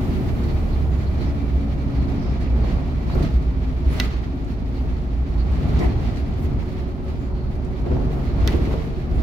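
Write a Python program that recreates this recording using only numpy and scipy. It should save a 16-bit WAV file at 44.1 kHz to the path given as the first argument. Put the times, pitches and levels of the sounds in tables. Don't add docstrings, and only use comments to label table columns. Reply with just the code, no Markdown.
import sys
import numpy as np
from scipy import signal
from scipy.fft import rfft, irfft, next_fast_len
from scipy.io import wavfile
from scipy.ndimage import uniform_filter1d, map_coordinates

SR = 44100
rng = np.random.default_rng(int(sys.argv[2]) if len(sys.argv) > 2 else 0)


def wav_out(sig):
    wavfile.write(sys.argv[1], SR, np.round(np.clip(np.atleast_2d(sig).T, -1, 1) * 32767).astype(np.int16))


N = 406602


def amp(db):
    return 10 ** (np.asarray(db) / 20)


def unit(x):
    return x / np.sqrt(np.mean(x ** 2) + 1e-20)


def along(points, hz):
    freqs, values = np.transpose(points)
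    return np.interp(np.log(hz + 1), np.log(freqs), values)


def curves(rows):
    times, *columns = np.transpose(rows)
    return [np.interp(np.arange(N) / SR, times, column) for column in columns]


def swells(rows, rise_s, fall_s):
    t = np.arange(N) / SR
    out = np.zeros((len(rows[0]) - 2, N))
    for start, length, *db in rows:
        rise = np.clip((t - start) / rise_s + .5, 0, 1)
        fall = np.exp(-np.maximum(t - start - length, 0) / fall_s)
        out += np.outer(db, rise * fall)
    return out


def wobble(rate):
    return map_coordinates(rng.standard_normal(int(N * rate / SR) + 4), [np.arange(N) * rate / SR])


def filtered(x, response):
    n = x.shape[-1]
    padded = next_fast_len(n + SR // 4)
    return irfft(rfft(x, padded) * response(np.fft.rfftfreq(padded, 1 / SR)), padded)[..., :n]


def add(track, start, sound):
    part = track[..., round(start * SR):][..., :sound.shape[-1]]
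    part += sound[..., :part.shape[-1]]


def resonances(modes, hz):
    return sum(amp(db) * 1j * hz * width / (centre ** 2 - hz ** 2 + 1j * hz * width)
               for centre, width, db in modes)


def contacts(rate, scatter_db):
    energy = (rng.random(N) < rate / SR) * amp(scatter_db * rng.standard_normal(N)) ** 2
    decay = np.exp(-np.arange(SR // 20) / SR / 0.0088)
    envelope = np.sqrt(np.abs(signal.fftconvolve(energy, decay)[:N]))
    return unit(envelope * rng.standard_normal((2, N)))


def knock_noise(size, direct_share=0.39):
    direct = np.sqrt(direct_share) * rng.standard_normal(size)
    return direct + np.sqrt(1 - direct_share) * rng.standard_normal((2, size))


def rasp(hz, scatter_hz, size, slips_per_s=1100):
    slips = np.arange(size) * slips_per_s / SR
    jumps = np.array([map_coordinates(rng.standard_normal(N // 20), [slips]) for _ in range(2)])
    return np.sqrt(2) * np.sin(2 * np.pi * np.cumsum(hz + scatter_hz * jumps, axis=1) / SR)


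def tone(hz, db, flutter_db, drift_rad):
    phase = 2 * np.pi * np.cumsum(hz * np.ones(N)) / SR + drift_rad * wobble(7.2)
    return np.sqrt(2) * amp(db + flutter_db * wobble(4.6)) * np.sin(phase)


# f/Hz, correlation
COHERENCE = [(60, 0.74), (130, 1), (290, 0.56), (640, 0.7), (1000, 0.15), (1500, -0.44), (2400, 0.092),
             (3500, -0.063), (7000, 0.014)]
def spread(pair, colour):
    def mid_side(hz):
        angle = np.arccos(np.clip(along(COHERENCE, hz), -1, 1)) / 2
        return amp(along(colour, hz)) * np.array([np.cos(angle), np.sin(angle)])
    mid, side = filtered(pair, mid_side)
    return unit(np.array([mid + side, mid - side]))


# f/Hz, t60/s
CABIN_DECAY = [(200, 0.94), (2000, 0.22), (5000, 0.28), (12000, 0.12)]
def cabin(x):
    hz, t, spectrum = signal.stft(rng.standard_normal((2, SR // 2)), SR, nperseg=256)
    decay = amp(-60 * t / along(CABIN_DECAY, hz)[:, None])
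    tail = signal.istft(spectrum * decay, SR, nperseg=256)[1]
    return signal.fftconvolve(x, tail / np.linalg.norm(tail[0]), axes=1)[:, :N]


# f/Hz, level/dB
SIZZLE_COLOUR = [(800, -50), (3000, -12), (6000, 0), (7300, 3), (8600, -3), (9900, 1.5), (12500, 1),
                 (15500, 0)]
def valve(whistle_hz=13500, hold_s=.4, sag_hz_per_s=2700):
    t = np.arange(N) / SR
    hiss = amp(-56 - 9 * t) * spread(rng.standard_normal((2, N)), SIZZLE_COLOUR)
    emptying_s = np.maximum(t - hold_s, 0)
    pitch_hz = np.maximum(whistle_hz - sag_hz_per_s * emptying_s, whistle_hz / 2)
    return hiss + amp(-67.5 - 16 * emptying_s) * rasp(pitch_hz, scatter_hz=270, size=N)


# t/s, length/s, f/Hz, pitch scatter/Hz, level/dB
SEAL_RUBS = [(0.454, .12, 4300, 300, -53), (0.705, 0.062, 4250, 330, -52.5), (.87, 0.21, 6985, 350, -65),
             (1.05, 0.051, 4300, 260, -54), (1.186, 0.078, 4200, 272, -50), (1.22, .12, 5160, 500, -57),
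             (1.929, .2, 4270, 220, -57), (2.14, 0.25, 5100, 480, -55.5), (2.42, .12, 2400, 260, -49.5),
             (2.6, .1, 4250, 300, -53), (3.09, 0.076, 4310, 300, -51), (3.89, 0.065, 10180, 330, -56),
             (4.717, .11, 4372, 250, -57), (5.368, 0.073, 4350, 280, -51), (6.39, .07, 13480, 400, -63),
             (7.148, .18, 7053, 400, -68), (7.293, 0.25, 4380, 219.9, -60.5),
             (8.245, 0.093, 4250, 250, -56)]
def squeaks():
    out = np.zeros((2, N))
    for start, length, hz, scatter_hz, db in SEAL_RUBS:
        n = int(length * SR)
        arch = np.sin(np.pi * np.arange(n) / n)
        add(out, start, amp(db) * rasp(hz, scatter_hz, size=n) * arch)
    return out * amp(2 * wobble(70))


# t/s, level/dB
FITTING_LEVEL = [(0, -60), (2.7, -60), (3.5, -64), (4.2, -72)]
def fitting_buzz(firing_hz):
    nudge = 1 + .6 * np.sin(2 * np.pi * np.cumsum(firing_hz) / SR)
    level_db = curves(FITTING_LEVEL)[0] + 2 * wobble(15)
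    return amp(level_db) * nudge * rasp(hz=2335, scatter_hz=85, size=N)


# f/Hz, level/dB
FAN_TONES = [(350, -52.5), (934, -61.5)]
def fan():
    hum = sum(tone(hz, db, flutter_db=3, drift_rad=0.81) for hz, db in FAN_TONES)
    return hum * amp([[0], [-7]])


# t/s, firing rate/Hz, relative level/dB
ENGINE_RUN = [(0, 81.6, -40), (.25, 83.6, -36), (.5, 77, -43), (.8, 68.76, -23), (1.1, 63.04, -21.5),
              (1.6, 61.9, -29), (2.15, 60.56, -32), (2.55, 58.84, -15.5), (3, 58.33, -22),
              (3.5, 57.2, -20.5), (4.4, 55.36, -27), (5, 55.82, -20), (5.5, 56.13, -25), (6.05, 52, -22),
              (6.4, 49.38, -41), (7.3, 49.98, -29.5), (8.5, 50.64, -21), (9.22, 50.9, -41)]
def engine(firing_hz, drone_db):
    return tone(firing_hz, drone_db - 4, flutter_db=2, drift_rad=0.16)


# start/s, end/s, multiple of the firing rate, relative level/dB
GEAR_WHINES = [(0, 1.7, 1.22, -30), (0, .35, 2.45, -34), (0, .35, 2.95, -32), (0, .55, 4.5, -32.5),
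               (1.1, 2.5, 4.5, -33), (1.2, 2.4, 3.45, -35), (1.48, 1.65, 4.5, -36), (2.08, 2.26, 4.5, -31),
               (1.1, 3.3, 9, -49), (3.2, 5.5, 4.53, -37), (3.7, 5.7, 5, -38), (4.2, 5.2, 6.33, -46),
               (5.9, 8.9, 7.43, -37.5), (6.3, 9.22, 11.23, -45.5), (7.7, 9.22, 8.86, -40),
               (8.8, 9.22, 7.5, -41)]
def driveline(firing_hz):
    out = np.zeros(N)
    firing_phase = 2 * np.pi * np.cumsum(firing_hz) / SR + .05 * wobble(14)
    for start, end, multiple, db in GEAR_WHINES:
        phase = multiple * firing_phase[round(start * SR):round(end * SR)]
        add(out, start, amp(db) * signal.windows.tukey(len(phase), .5) * np.sin(phase))
    flutter_db = 3.5 * wobble(14)
    return out * amp(flutter_db - 1.5)


# t/s, level/dB
ROAD_SHAKE = [(0, 7), (.9, 4), (1.65, 2.5), (2.3, 4), (2.75, 3.5), (3.05, 3), (3.55, 1.5), (4.5, 0),
              (5.25, 0), (5.8, 9.5), (6.15, 3.5), (7, 0.26), (7.7, 1.5), (8.15, 3.5), (8.6, 5.5), (8.95, 1),
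              (9.22, 1.5)]
# t/s, length/s, shake/dB, boom/dB, floor rumble/dB, tyre roar/dB
ROUGH_PATCHES = [(.08, 0.18, 0.5, -0.5, 1, -1), (1.17, 0.1, 3, 1.5, -0.5, -0.5),
                 (1.93, 0.25, 0.5, 0.5, 2, 1), (2.56, 0.21, 0.5, 0, 1.5, 2.5), (3.12, .13, 7.5, -6, 0, -1),
                 (3.88, 0.17, 4.5, -2, -1, 0.5), (4.76, 0.15, 1, 3.5, -1, 1),
                 (5.76, 0.089, -1, 1, 1.5, -0.5), (6.42, 0.18, 1, 4, 1, 0), (7.86, 0.18, -0.5, 4, 5.5, 3.5),
                 (8.14, 0.03, 4.5, -12, 0, 2), (8.38, 0.17, 4, 1.5, -2.5, 0), (8.67, .075, 2, 0, 0, 1.5),
                 (9.11, 0.11, 2.5, 7.5, 0.5, 1.5)]
def road_surface():
    patch_db, boom_db, floor_db, roar_db = swells(ROUGH_PATCHES, rise_s=0.11, fall_s=0.034)
    return curves(ROAD_SHAKE)[0] + patch_db, boom_db, floor_db, roar_db


def rumble(colour, evenness):
    noise = spread(rng.standard_normal((2, N)), colour)
    power = np.abs(uniform_filter1d(np.mean(noise ** 2, axis=0), SR // 8)) + 1e-6
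    return unit(noise / power ** (evenness / 2))


# f/Hz, level/dB
BODY_SWAY = [(8, -46), (24, -2), (33, 0), (42, 4), (52, -36), (80, -44), (300, -120)]
AIR_BOOM = [(15, -70), (38, -25.5), (52, 2.5), (66, 9.5), (80, 2.5), (95, 0), (120, -14), (170, -50),
            (600, -120)]
FLOOR_RUMBLE = [(30, -63), (80, -6), (122, 3.5), (158, 1), (187, -4), (218, -1), (285, -3), (325, -12),
                (380, -18), (600, -39), (2000, -120)]
TYRE_ROAR = [(80, -68), (260, -24), (355, 5.5), (400, -2.5), (450, -1), (510, -8), (640, -5), (800, -8),
             (1000, -14), (1350, -15.5), (2000, -28.5), (9000, -120)]
def road_noise(shake_db, boom_db, floor_db, roar_db):
    sway = amp(-33 + 0.5 * shake_db) * rumble(BODY_SWAY, evenness=0.62)
    boom = amp(-28.5 + 0.85 * shake_db + boom_db) * rumble(AIR_BOOM, evenness=0.47)
    floor = amp(-31 + 0.9 * shake_db + floor_db) * rumble(FLOOR_RUMBLE, evenness=0.3)
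    roar = amp(-40.5 + 0.95 * shake_db + roar_db) * rumble(TYRE_ROAR, evenness=0.14)
    return sway + boom + floor + roar


# t/s, level/dB, f/Hz, rise/s
LOW_THROBS = [(0.42, -21.5, 35.5, 0.24), (1.511, -18, 65.9, 0.054), (1.646, -14, 64.6, 0.046),
              (1.934, -12.5, 64.5, 0.053), (2.293, -17, 64.46, .05), (2.566, -15, 62.7, .05),
              (2.65, -21.5, 35, 0.1), (2.885, -25, 65.6, 0.045), (3.122, -18, 63, 0.039),
              (3.13, -17, 37, 0.058), (3.315, -11, 60.05, .05), (3.441, -15, 61.33, 0.04),
              (3.838, -8.5, 62, 0.039), (5.17, -16, 60.56, 0.044), (5.322, -16, 59.3, 0.06),
              (5.469, -14, 62.3, 0.037), (5.827, -17, 67, .05), (7.868, -11.5, 68.3, 0.032),
              (8.256, -14.5, 64, 0.026), (8.404, -10.5, 65.8, 0.035), (8.501, -17, 64.5, 0.046),
              (9.07, -21.5, 34.74, 0.095), (9.095, -13.5, 66, 0.047)]
def throbs():
    out, t = np.zeros(N), np.arange(SR) / SR
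    for start, db, hz, rise_s in LOW_THROBS:
        swell = (t / rise_s * np.exp(1 - t / rise_s)) ** 4
        add(out, start, amp(db) * swell * np.sin(2 * np.pi * hz * t))
    return out


# f/Hz, level/dB
PANEL_COLOUR = [(200, -62), (1150, 8.5), (1550, 2.5), (2000, 6), (2350, 4), (2700, 1), (3500, -1),
                (4400, -2.5), (5300, -8), (6200, -12), (7400, -18), (8600, -30), (15000, -70)]
# f/Hz, width/Hz, level/dB
FITTING_MODES = [(1720, 50, 2), (1870, 60, 4), (1985, 40, 8), (2330, 70, 4), (2715, 60, -3), (3059, 30, 0),
                 (3834, 80, -2), (4170, 40, 3), (4320, 60, 0), (4600, 50, -2), (5576, 100, -8)]
# t/s, length/s, added panel level/dB, added trim level/dB
RATTLE_SPELLS = [(2.04, .05, 0, 2), (2.2, 0.27, 0, -2.5), (2.66, 0.056, 3, 5), (3.135, .025, -2.5, 3),
                 (3.18, .02, -2, -2), (3.235, 0.025, 7, 5), (3.64, 0.17, 2, 4), (3.9, 0.14, 5.5, 11.5),
                 (3.98, 0.077, 3.5, 3.5), (4.1, 0.067, 5, 0.5), (4.76, .06, 1, 2.5), (5.5, 0.17, -0.5, 2),
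                 (5.95, 0.24, 1.5, 4), (6.39, 0.052, 0, 11), (6.61, 0.056, 1.5, 3), (6.74, 0.068, 1.5, 2.5),
                 (6.9, .8, -3, -1), (7.06, 0.027, 5, 6), (8.12, 0.05, -3.5, 5), (8.46, 0.099, 3, 8.5),
                 (8.63, 0.22, 2.5, 5.5), (9.13, .03, 0.5, 8)]
def chatter(shake_db):
    panel_db, trim_db = swells(RATTLE_SPELLS, rise_s=0.07, fall_s=0.053)
    flurry_db = shake_db + 1.6 * wobble(33)
    ringing = unit(filtered(contacts(rate=720, scatter_db=8), lambda hz: resonances(FITTING_MODES, hz)))
    panels = spread(contacts(rate=2000, scatter_db=-1), PANEL_COLOUR) + amp(-11) * ringing
    trim = spread(contacts(rate=700, scatter_db=3.5), SIZZLE_COLOUR)
    panels *= amp(-50.5 + 0.91 * flurry_db + panel_db)
    trim *= amp(-69 + 0.79 * flurry_db + trim_db)
    return panels + trim


# t/s, level/dB, f/Hz, t60/s
LOOSE_TAPS = [(2.559, -29, 690, 0.025), (2.64, -23, 450, 0.074), (2.785, -27, 635, 0.031),
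              (3.099, -27.5, 710, 0.04), (3.136, -45, 10500, .015), (3.148, -40, 5000, .035),
              (3.149, -44, 14000, .07), (3.153, -17, 405, 0.056), (3.226, -31.5, 4070, .08),
              (3.233, -41, 11700, .035), (3.249, -31, 2200, .06), (4.445, -48, 6600, .05),
              (5.358, -30, 760, 0.035), (5.515, -49, 8000, 0.042), (5.792, -34.5, 4440, 0.065),
              (6.162, -33, 4797, 0.01), (6.629, -52, 6040, .03), (7.648, -47, 6450, .03),
              (7.862, -17, 380, 0.085), (7.915, -17.5, 360, 0.091), (7.967, -21.5, 639.5, 0.028),
              (8.52, -31, 2900, 0.14), (8.535, -15, 320, 0.13), (8.672, -20.5, 290, .06),
              (8.709, -24, 690, 0.06), (8.738, -20, 440, 0.053)]
def taps(relative_width=0.66):
    out, t = np.zeros((2, N)), np.arange(SR // 8) / SR
    for start, db, pitch, t60 in LOOSE_TAPS:
        burst = knock_noise(len(t)) * amp(-60 * t / t60)
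        ring = filtered(burst, lambda hz: resonances([(pitch, relative_width * pitch, 0)], hz) ** 2)
        add(out, start, amp(db) * ring / np.max(np.abs(ring)))
    return out + amp(-5) * cabin(out)


# f/Hz, width/Hz, level/dB
WALL_MODES = [(350, 80, 4), (680, 110, -1), (1700, 60, -13), (1880, 60, -8), (1990, 40, -7)]
# f/Hz, level/dB
WALL_MOUNTS = [(150, -20), (330, 6), (2200, -3.5), (4000, -13)]
def judder(start_s=5.8, rise_s=.008, hold_s=.045, t60=.17):
    blows = contacts(rate=2500, scatter_db=3)
    ring = unit(filtered(blows, lambda hz: resonances(WALL_MODES, hz) * amp(along(WALL_MOUNTS, hz))))
    t = np.arange(N) / SR - start_s
    envelope = np.clip(t / rise_s, 0, 1) * amp(-60 * np.maximum(t - hold_s, 0) / t60)
    return amp(-23.5) * envelope * ring


# f/Hz, level/dB, t60/s, left over right/dB
PANE_MODES = [(1465, -17, .06, 0), (1750, -17, .04, 0), (1985, -13, .08, -9), (2335, -22, .07, -4),
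              (2715, -18, .06, -4), (3050, -19, .035, 0), (3520, -14.5, .03, 4), (3840, -17.5, .055, -4),
              (4220, -19, .03, -6), (4480, -21, .07, 0), (5500, -17, .03, 4), (6150, -16, .016, -10),
              (13300, -27, .03, 6)]
def pane_ring(t, scatter_cycles=0.31):
    ring = np.zeros((2, len(t)))
    for hz, db, t60, pan_db in PANE_MODES:
        envelope = amp(db - 60 * t / t60 + np.array([[pan_db], [-pan_db]]) / 2)
        cycles = hz * t + rng.random() + scatter_cycles * rng.random((2, 1))
        ring += envelope * np.sin(2 * np.pi * cycles)
    return ring


# f/Hz, level/dB
BENDING_COLOUR = [(700, -70), (1400, -7), (2000, 0), (4500, -2), (8000, -25)]
def pane_chirp(t, top_hz=5900, sweep_s=.012):
    hz = top_hz / (1 + t / sweep_s) ** 2
    scatter_rad = np.array([wobble(1200)[:len(t)] for _ in range(2)])
    return np.sin(2 * np.pi * np.cumsum(hz) / SR + scatter_rad) * amp(along(BENDING_COLOUR, hz))


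# f/Hz, level/dB
KNOCK_COLOUR = [(200, -45), (700, -6), (1450, 1), (1800, 1), (2700, -1), (3700, 3.5), (5200, 3), (6200, -5),
                (7500, -24), (15000, -31)]
SNAP_COLOUR = [(1000, -70), (4000, -22), (6300, -4), (7300, -8), (8700, -8), (9800, 3), (15000, 0)]
# t/s, body and ring level/dB, snap level/dB
DOOR_KNOCKS = [(3.9998, -12.5, -26), (8.4758, -18, -30.5)]
def door(impact_t60=.007, crack_t60=.024):
    out, t = np.zeros((2, N)), np.arange(SR // 4) / SR
    blow = amp(-60 * t / impact_t60) + amp(-6 - 60 * t / crack_t60)
    for start, db, snap_db in DOOR_KNOCKS:
        crack = knock_noise(len(t)) * blow
        body = filtered(crack, lambda hz: amp(along(KNOCK_COLOUR, hz)))
        snap = filtered(crack, lambda hz: amp(along(SNAP_COLOUR, hz)))
        chirp = amp(-27.5) * pane_chirp(t)
        add(out, start, amp(db) * (body + pane_ring(t)) + chirp + amp(snap_db) * snap)
    return out + amp(-14) * cabin(out)


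def scene():
    firing_hz, drone_db = curves(ENGINE_RUN)
    shake_db, boom_db, floor_db, roar_db = road_surface()
    machinery = engine(firing_hz, drone_db) + fan() + driveline(firing_hz) + fitting_buzz(firing_hz)
    rolling = road_noise(shake_db, boom_db, floor_db, roar_db)
    bodywork = chatter(shake_db) + door() + judder() + taps() + squeaks()
    return machinery + throbs() + rolling + bodywork + valve()


# f/Hz, level/dB
MIC_LEFT = [(40, -1), (110, -.2), (170, .5), (290, 0), (480, -2), (700, 0), (2400, -.8), (5500, -.8),
            (7500, 2.5), (12000, 3)]
MIC_RIGHT = [(40, 1), (110, .2), (170, -.5), (290, 0), (480, 1.5), (700, .3), (2400, 1), (5800, 1),
             (7700, -6), (9500, -4.5), (14000, -14)]
def record(dry, top_hz=15780):
    edge = SR // 10
    padded = np.pad(dry, ((0, 0), (edge, edge)), mode="reflect", reflect_type="odd")
    ports = lambda hz: amp([along(MIC_LEFT, hz), along(MIC_RIGHT, hz)]) * (hz < top_hz)
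    return filtered(padded, ports)[:, edge:edge + N]


dry = scene()
out = record(dry)
wav_out(out)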